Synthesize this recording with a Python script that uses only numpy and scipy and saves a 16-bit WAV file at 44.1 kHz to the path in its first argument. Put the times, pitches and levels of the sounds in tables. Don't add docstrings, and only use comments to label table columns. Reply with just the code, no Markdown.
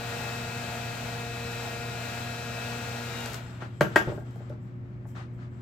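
import sys
import numpy as np
from scipy import signal
from scipy.fft import rfft, irfft, next_fast_len
from scipy.io import wavfile

SR = 44100
rng = np.random.default_rng(int(sys.argv[2]) if len(sys.argv) > 2 else 0)


def to_linear_factor(level_db):
    exponent = np.asarray(level_db, float) / 20
    return 10 ** exponent


def wav_out(sig):
    wavfile.write(sys.argv[1], SR, np.round(np.clip(np.atleast_2d(sig).T, -1, 1) * 32767).astype(np.int16))


N = 247401
T = np.arange(N) / SR


def rms_one(x):
    return x / np.sqrt(np.mean(x ** 2) + 1e-20)


def at_hz(points, hz):
    table_hz, value = np.array(points)[:, 0], np.array(points)[:, 1]
    return np.interp(np.log(hz + 1), np.log(table_hz), value)


def drift(rate_hz):
    return np.interp(T * min(rate_hz, 70), np.arange(400), rng.standard_normal(400))


def stereo_noise(spectrum, likeness, size=N):
    pad = next_fast_len(size)
    hz = np.arange(pad // 2 + 1) * SR / pad
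    mid, side = rfft(rng.standard_normal((2, pad)))
    alike = np.clip(at_hz(likeness, hz), -1, 1)
    pair = np.sqrt(1 + alike) * mid + np.sqrt(1 - alike) * side * [[1], [-1]]
    return rms_one(irfft(pair * to_linear_factor(at_hz(spectrum, hz)), pad)[:, :size])


def ring(push, hz, t60):
    radius = to_linear_factor(-60 / (t60 * SR))
    angle = 2 * np.pi * hz / SR
    return signal.lfilter([0, np.sin(angle)], [1, -2 * radius * np.cos(angle), radius * radius], push)


def add(track, s, sound):
    i = round(s * SR)
    track[i:i + len(sound)] += sound[:N - i]


# (frequency [Hz], likeness [-1 to 1])
DIRECT_LIKENESS = [(60, 0.82), (130, 0.87), (290, 1), (640, 0.93), (1410, 0.33), (3100, 0.54),
                   (6820, -0.21), (15000, -0.2)]


def shaft_tone(phase_turns, hz, level_db):
    apart = np.arccos(np.clip(at_hz(DIRECT_LIKENESS, hz), -.3, 1)) / 2
    angle = 2 * np.pi * (phase_turns + rng.random())
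    pair = np.sin(angle + apart * np.array([[1], [-1]])) / np.cos(apart)
    return np.sqrt(2) * to_linear_factor(level_db + 1.0 * drift(15)) * pair


# (multiple of turn rate [-], level [dB])
SHAFT_ORDERS = [(1, -45), (2, -46), (4, -64), (6, -51), (7, -53), (8, -53), (9, -58), (10, -53), (13, -61),
                (14, -65), (15, -64), (17, -59), (18, -61), (19, -68), (20, -62), (21, -65), (22, -63),
                (23, -71), (24, -63)]
# (multiple of turn rate [-], shift [ripples], level [dB])
RIPPLE_TONES = [(6, 1, -59), (10, -1, -65), (11, -1, -56), (17, -1, -62), (20, 1, -69), (30, 1, -70),
                (33, 1, -72)]
# (multiple of turn rate [-], level at the work [dB], level swung away [dB], wander [dB])
BEAMED_TONES = [(3, -45, -64, 1), (11, -47, -57, 1), (12, -63, -47, 4), (16, -61, -51, 3)]
# (time [s], turn rate [Hz])
SHAFT_SPEED = [(0, 235.3), (2.1, 235.3), (2.45, 235.6), (2.85, 236.0), (3.27, 235.6)]


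def motor():
    wander_db, ripple_hz = 1.7, 120
    off_s, coast_s, tone_fade_s = 3.262, .7, .05
    after = np.maximum(T - off_s, 0)
    speed = np.interp(T, *np.transpose(SHAFT_SPEED)) + 0.298 * drift(8.6)
    turns = np.cumsum(speed * np.exp(-after / coast_s)) / SR

    swing_out = (T - 2.92) / 0.29
    swing_back = 1 - (T - 3.225) / 0.051
    swing = np.clip(np.minimum(swing_out, swing_back), 0, 1)
    out = np.zeros((2, N))
    for multiple, work_db, away_db, own_db in BEAMED_TONES:
        level_db = work_db + swing * (away_db - work_db) + (1 - swing) * own_db * drift(4.0)
        out += shaft_tone(multiple * turns, 235 * multiple, level_db)

    plain = [(k, 0, level_db) for k, level_db in SHAFT_ORDERS]
    upper = [(k, 0, -70 - .4 * (k - 25)) for k in range(25, 37)]
    for multiple, shift, level_db in plain + upper + RIPPLE_TONES:
        phase = multiple * turns + shift * ripple_hz * T
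        out += shaft_tone(phase, 235 * multiple, level_db + wander_db * drift(2.8))
    return out * np.exp(-after / tone_fade_s)


# (frequency [Hz], level [dB per Hz])
AIR_COLOUR = [(120, -28), (250, -15.5), (400, -11), (600, -1.5), (880, -5), (1080, -9), (1400, -4.5),
              (1900, -9.5), (2250, -10), (2600, -8.5), (3000, -13.5), (4000, -14), (5000, -20.5),
              (16000, -27.5)]


def air():
    stream_db, treble_db = -37, 3
    stall_s, stall_db, stall_time_s = 3.36, -7, 0.046
    rundown_db_per_s, dulling_db, stop_s = 27.5, -8, 3.75
    after = np.maximum(T - stall_s, 0)
    stalled = 1 - np.exp(-after / stall_time_s)
    level_db = stream_db + stall_db * stalled - rundown_db_per_s * after
    level_db = level_db - 90 * np.maximum(T - stop_s, 0)
    noise = stereo_noise(AIR_COLOUR, DIRECT_LIKENESS)
    bass = signal.sosfiltfilt(signal.butter(2, 4500, fs=SR, output="sos"), noise)
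    treble = to_linear_factor(treble_db + dulling_db * stalled) * (noise - bass)
    return to_linear_factor(level_db + 1.0 * drift(7.85)) * (bass + treble)


# (left delay [s], right delay [s], level [dB])
NEAR_ECHOES = [(.0021, .0024, -12), (.0047, .0043, -11), (.0083, .0089, -11), (.0131, .0122, -12)]


def near_echoes(x):
    out = x.copy()
    dull = signal.sosfilt(signal.butter(1, 5000, fs=SR, output="sos"), x)
    for *lags_s, level_db in NEAR_ECHOES:
        for side, lag_s in enumerate(lags_s):
            lag = round(lag_s * SR)
            out[side, lag:] += to_linear_factor(level_db) * dull[side, :-lag]
    return out


def plastic_snaps(rows, t60):
    out, t = np.zeros(N), np.arange(2000) / SR
    for s, peak_db, hz in rows:
        burst = rng.standard_normal(2000) * to_linear_factor(-60 * t / t60)
        edges_hz = [hz / 6.1, min(hz * 1.1, .45 * SR)]
        snap = signal.sosfilt(signal.butter(1, edges_hz, "band", fs=SR, output="sos"), burst)
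        add(out, s, to_linear_factor(peak_db) * snap / np.max(np.abs(snap)))
    return out


# (time [s], peak level [dB], top frequency of the band [Hz])
SWITCH_SNAPS = [(3.2064, -35, 11000), (3.222, -42, 9200), (3.243, -45, 8700), (3.259, -22, 9100),
                (3.272, -40, 11600), (3.333, -30, 11000), (3.3436, -25, 7000)]


def switch():
    return plastic_snaps(SWITCH_SNAPS, t60=.015)


# (time [s], peak level [dB], nose 0 to handle 1 [-], contact cut-
# off [Hz])
CONTACTS = [(3.259, -33, 0.38, 3000), (3.342, -34, 0.22, 2390), (3.62, -27, 0.65, 1700),
            (3.628, -32, 0.39, 1716), (3.809, -5, 0.36, 2750), (3.817, -40.5, 0.81, 302),
            (3.865, -25, 0.28, 1494), (3.9588, -3.5, 0.99, 3050), (3.9619, -5.5, 0.95, 2540),
            (4.013, -23, 0.97, 795), (4.07, -18, 0.33, 399), (4.117, -22.5, 0.52, 600),
            (4.134, -37, 0, 600), (4.175, -26.5, 0.89, 625), (4.206, -43, 0.85, 1800),
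            (4.222, -35, 0.19, 547), (4.355, -32.5, 0.4, 505), (4.403, -35, 0.64, 497),
            (4.498, -29, 0.14, 550), (4.52, -35, 0, 600), (5.052, -40, 0.83, 800), (5.152, -40, 0.75, 1990),
            (5.39, -44.5, 0.075, 1500)]
# (frequency [Hz], nose level [dB], handle level [dB], t60 [s])
BODY_MODES = [(139.8, -2, -17, 0.13), (204, -11, -12.5, 0.072), (310.6, -10, -11, 0.082),
              (362, -5.5, -5.5, 0.049), (448, -7.5, -2.5, 0.033), (600, -4, -5.5, 0.051),
              (766, -7.5, -1, 0.019), (880, -11, -7.5, 0.049), (1090, -25, -8, 0.036),
              (1378, 2, -7.5, 0.036), (1596, -3, 0.5, 0.026), (1890, -17.5, -5, 0.037),
              (2150, -28.5, -22, 0.028), (2920, -26.5, -25.5, 0.01)]
# (frequency [Hz], level [dB per Hz])
CRACK_COLOUR = [(300, -13), (1000, 11), (2000, 7.5), (3500, -2), (5000, -9.5), (8000, -13), (16000, -22.5)]


def knocks():
    out, t = np.zeros(N), np.arange(9000) / SR
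    for s, peak_db, end, cut_hz in CONTACTS:
        scuff = rng.standard_normal(9000) * np.exp(-t * cut_hz / 5.7)
        scuff = 0.065 * min(1500 / cut_hz, 1.4) * scuff
        push = signal.sosfilt(signal.butter(3, cut_hz * 1.36, fs=SR, output="sos"), (t == 0) + scuff)
        chance_db = rng.normal(0, 1.0, len(BODY_MODES))
        body = np.zeros(9000)
        for k, (hz, nose_db, handle_db, t60) in enumerate(BODY_MODES):
            level_db = nose_db + end * (handle_db - nose_db) + chance_db[k]
            body += (-1) ** k * to_linear_factor(level_db) * ring(push, hz, t60)
        dying = to_linear_factor(-60 * t / 0.043) + to_linear_factor(-6.5 - 60 * t / 0.21)
        crack = stereo_noise(CRACK_COLOUR, DIRECT_LIKENESS, size=9000)[0] * dying
        crack = to_linear_factor(-19) * crack * (cut_hz / 2500) ** 2
        add(out, s, to_linear_factor(peak_db) * (body / np.max(np.abs(body)) + crack))
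    return out


# (time [s], peak level [dB], top frequency of the band [Hz])
SETTLING_TICKS = [(4.3094, -53, 7760), (4.359, -53.5, 7700), (4.496, -48.5, 5170), (5.0875, -59, 5560)]


def ticks():
    return plastic_snaps(SETTLING_TICKS, t60=0.028)


def strokes(rows, rest_db):
    power = np.full(N, to_linear_factor(rest_db) ** 2)
    for s, rise_s, peak_db in rows:
        age = np.maximum(T - s, 0) / max(rise_s, .005)
        power += (to_linear_factor(peak_db) * age ** 1.27 * np.exp(1.48 * (1 - age))) ** 2
    return np.sqrt(power)


# (frequency [Hz], likeness [-1 to 1])
SCATTERED_LIKENESS = [(60, 1), (130, 0.83), (290, 0.76), (640, 0.27), (1410, -0.43), (3100, 0.14),
                      (6820, 0.29), (15000, 0.34)]
# (start [s], rise [s], peak level [dB])
RUB_STROKES = [(3.42, 0.088, -58), (3.6, 0.03, -42), (3.85, 0.14, -45.5), (4.04, 0.045, -40),
               (4.24, 0.063, -54), (4.36, 0.085, -56.5), (4.46, 0.047, -58), (4.64, 0.05, -62),
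               (5.0, .05, -65), (5.145, 0.039, -45), (5.37, 0.051, -53.5), (5.5, 0.087, -58)]
# (start [s], rise [s], peak level [dB])
RUSTLE_STROKES = [(3.85, .1, -66), (4.03, 0.088, -63), (4.28, 0.05, -78), (4.34, .03, -67),
                  (4.47, .03, -78), (4.6, .05, -80), (5.06, 0.034, -63), (5.16, 0.028, -73),
                  (5.32, 0.027, -75), (5.5, 0.067, -86)]
# (start [s], rise [s], peak level [dB])
ROD_STROKES = [(3.4, 0.085, -66.5), (3.7, 0.16, -70), (4.04, 0.07, -67), (4.24, 0.075, -73),
               (4.4, .04, -75), (4.6, 0.032, -78), (5.05, .06, -78.5), (5.32, 0.036, -85),
               (5.5, 0.069, -79)]
# (frequency [Hz], level [dB per Hz])
RUB_COLOUR = [(300, -15), (600, -4.5), (1300, -1), (2500, -12.5), (4000, -19), (6500, -28), (9000, -33.5),
              (12000, -48.5)]
# (frequency [Hz], level [dB per Hz])
RUSTLE_COLOUR = [(3000, -34), (5000, -8.5), (8000, -6.5), (12000, -6.5), (16000, -5.5)]
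# (frequency [Hz], width [Hz], level [dB])
ROD_MODES = [(1170, 40, -6.5), (3180, 60, 1), (5160, 100, -8), (6500, 100, -15.5), (7250, 120, -6),
             (7400, 120, -7.5), (7700, 250, 0), (11400, 300, -11.5)]


def hands():
    rub = strokes(RUB_STROKES, rest_db=-64.5) * to_linear_factor(2.0 * drift(30))
    rub = rub * stereo_noise(RUB_COLOUR, SCATTERED_LIKENESS)
    rustle = strokes(RUSTLE_STROKES, rest_db=-105) * to_linear_factor(2.1 * drift(60))
    rustle = rustle * stereo_noise(RUSTLE_COLOUR, SCATTERED_LIKENESS)
    squeak = np.zeros((2, N))
    for hz, width_hz, level_db in ROD_MODES:
        ringing = rms_one(ring(rng.standard_normal((2, N)), hz, 2.6 / width_hz))
        squeak += to_linear_factor(level_db + 2.6 * drift(14)) * ringing
    return rub + rustle + strokes(ROD_STROKES, rest_db=-94.5) * squeak


# (frequency [Hz], t60 [s])
ROOM_DECAY = [(150, 0.36), (600, 0.24), (2500, 0.23), (9000, 0.21)]


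def room(x):
    size = SR // 2
    t, tail = np.arange(size) / SR, np.zeros((2, size))
    noise = stereo_noise([(20, 0), (20000, 0)], SCATTERED_LIKENESS, size=size)
    for hz in 90 * 2. ** np.arange(8):
        edges_hz = [hz / 2 ** .5, hz * 2 ** .5]
        band = signal.sosfilt(signal.butter(2, edges_hz, "band", fs=SR, output="sos"), noise)
        tail += band * to_linear_factor(-60 * t / at_hz(ROOM_DECAY, hz))
    tail = tail * np.clip((t - .003) / 0.0038, 0, 1)
    tail = tail / np.sqrt(np.sum(tail ** 2) / 2)
    return signal.fftconvolve(x[None], tail, axes=1)[:, :N]


# (frequency [Hz], level [dB])
HUM_TONES = [(120, -37), (148.6, -59), (181, -60.5), (240, -54.5), (268.6, -57.5), (360, -54.5),
             (600, -68.5)]
# (frequency [Hz], level [dB per Hz])
RUMBLE_COLOUR = [(20, -33.5), (35, -10.5), (55, -3), (100, 5), (135, 1), (200, -0.5), (280, -6.5),
                 (400, -17), (520, -17.5), (1000, -26), (2200, -30), (4000, -55.5), (8000, -61.5),
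                 (16000, -59)]


def hum():
    tones = np.zeros(N)
    for hz, level_db in HUM_TONES:
        sine = np.sin(2 * np.pi * (hz * T + rng.random()))
        tones += np.sqrt(2) * to_linear_factor(level_db + 0.29 * drift(1.6)) * sine
    return tones + to_linear_factor(-41.5) * stereo_noise(RUMBLE_COLOUR, SCATTERED_LIKENESS)


def scene():
    tones, stream = motor(), air()
    hits = switch() + knocks() + ticks()
    spread = signal.sosfilt(signal.butter(1, 3000, fs=SR, output="sos"), stream[0])
    walls = room(to_linear_factor(-4.0) * hits + to_linear_factor(-9.5) * spread)
    return tones + to_linear_factor(-1.5) * near_echoes(stream) + hits + walls + hands() + hum()


def band_limit(x):
    return signal.sosfilt(signal.butter(12, 16460, fs=SR, output="sos"), x)


# (frequency [Hz], difference [dB])
PORT_DIFFERENCE = [(60, 1), (110, 1), (200, 1), (380, -1), (700, 0.5), (1290, 6.5), (2380, 3), (4400, 10.5),
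                   (8120, 11.5), (15000, -11.5)]
# (frequency [Hz], level [dB])
MICROPHONE_COLOUR = [(20, -4), (5500, -2), (7600, -0.5), (8600, -3.5), (10000, -8), (12000, -0.5),
                     (14500, -5.5), (15800, -9), (16300, -42)]


def record(dry):
    pad = next_fast_len(N + 2048)
    hz = np.arange(pad // 2 + 1) * SR / pad
    tilt = to_linear_factor(at_hz(PORT_DIFFERENCE, hz) / 2)
    ports = np.array([tilt, 1 / tilt]) * 2 / (tilt + 1 / tilt)
    ports = ports * to_linear_factor(at_hz(MICROPHONE_COLOUR, hz))
    mix = irfft(rfft(dry, pad) * ports, pad)[:, :N]
    return band_limit(np.clip(mix, -.98, .98))


dry = scene()
out = record(dry)
wav_out(out)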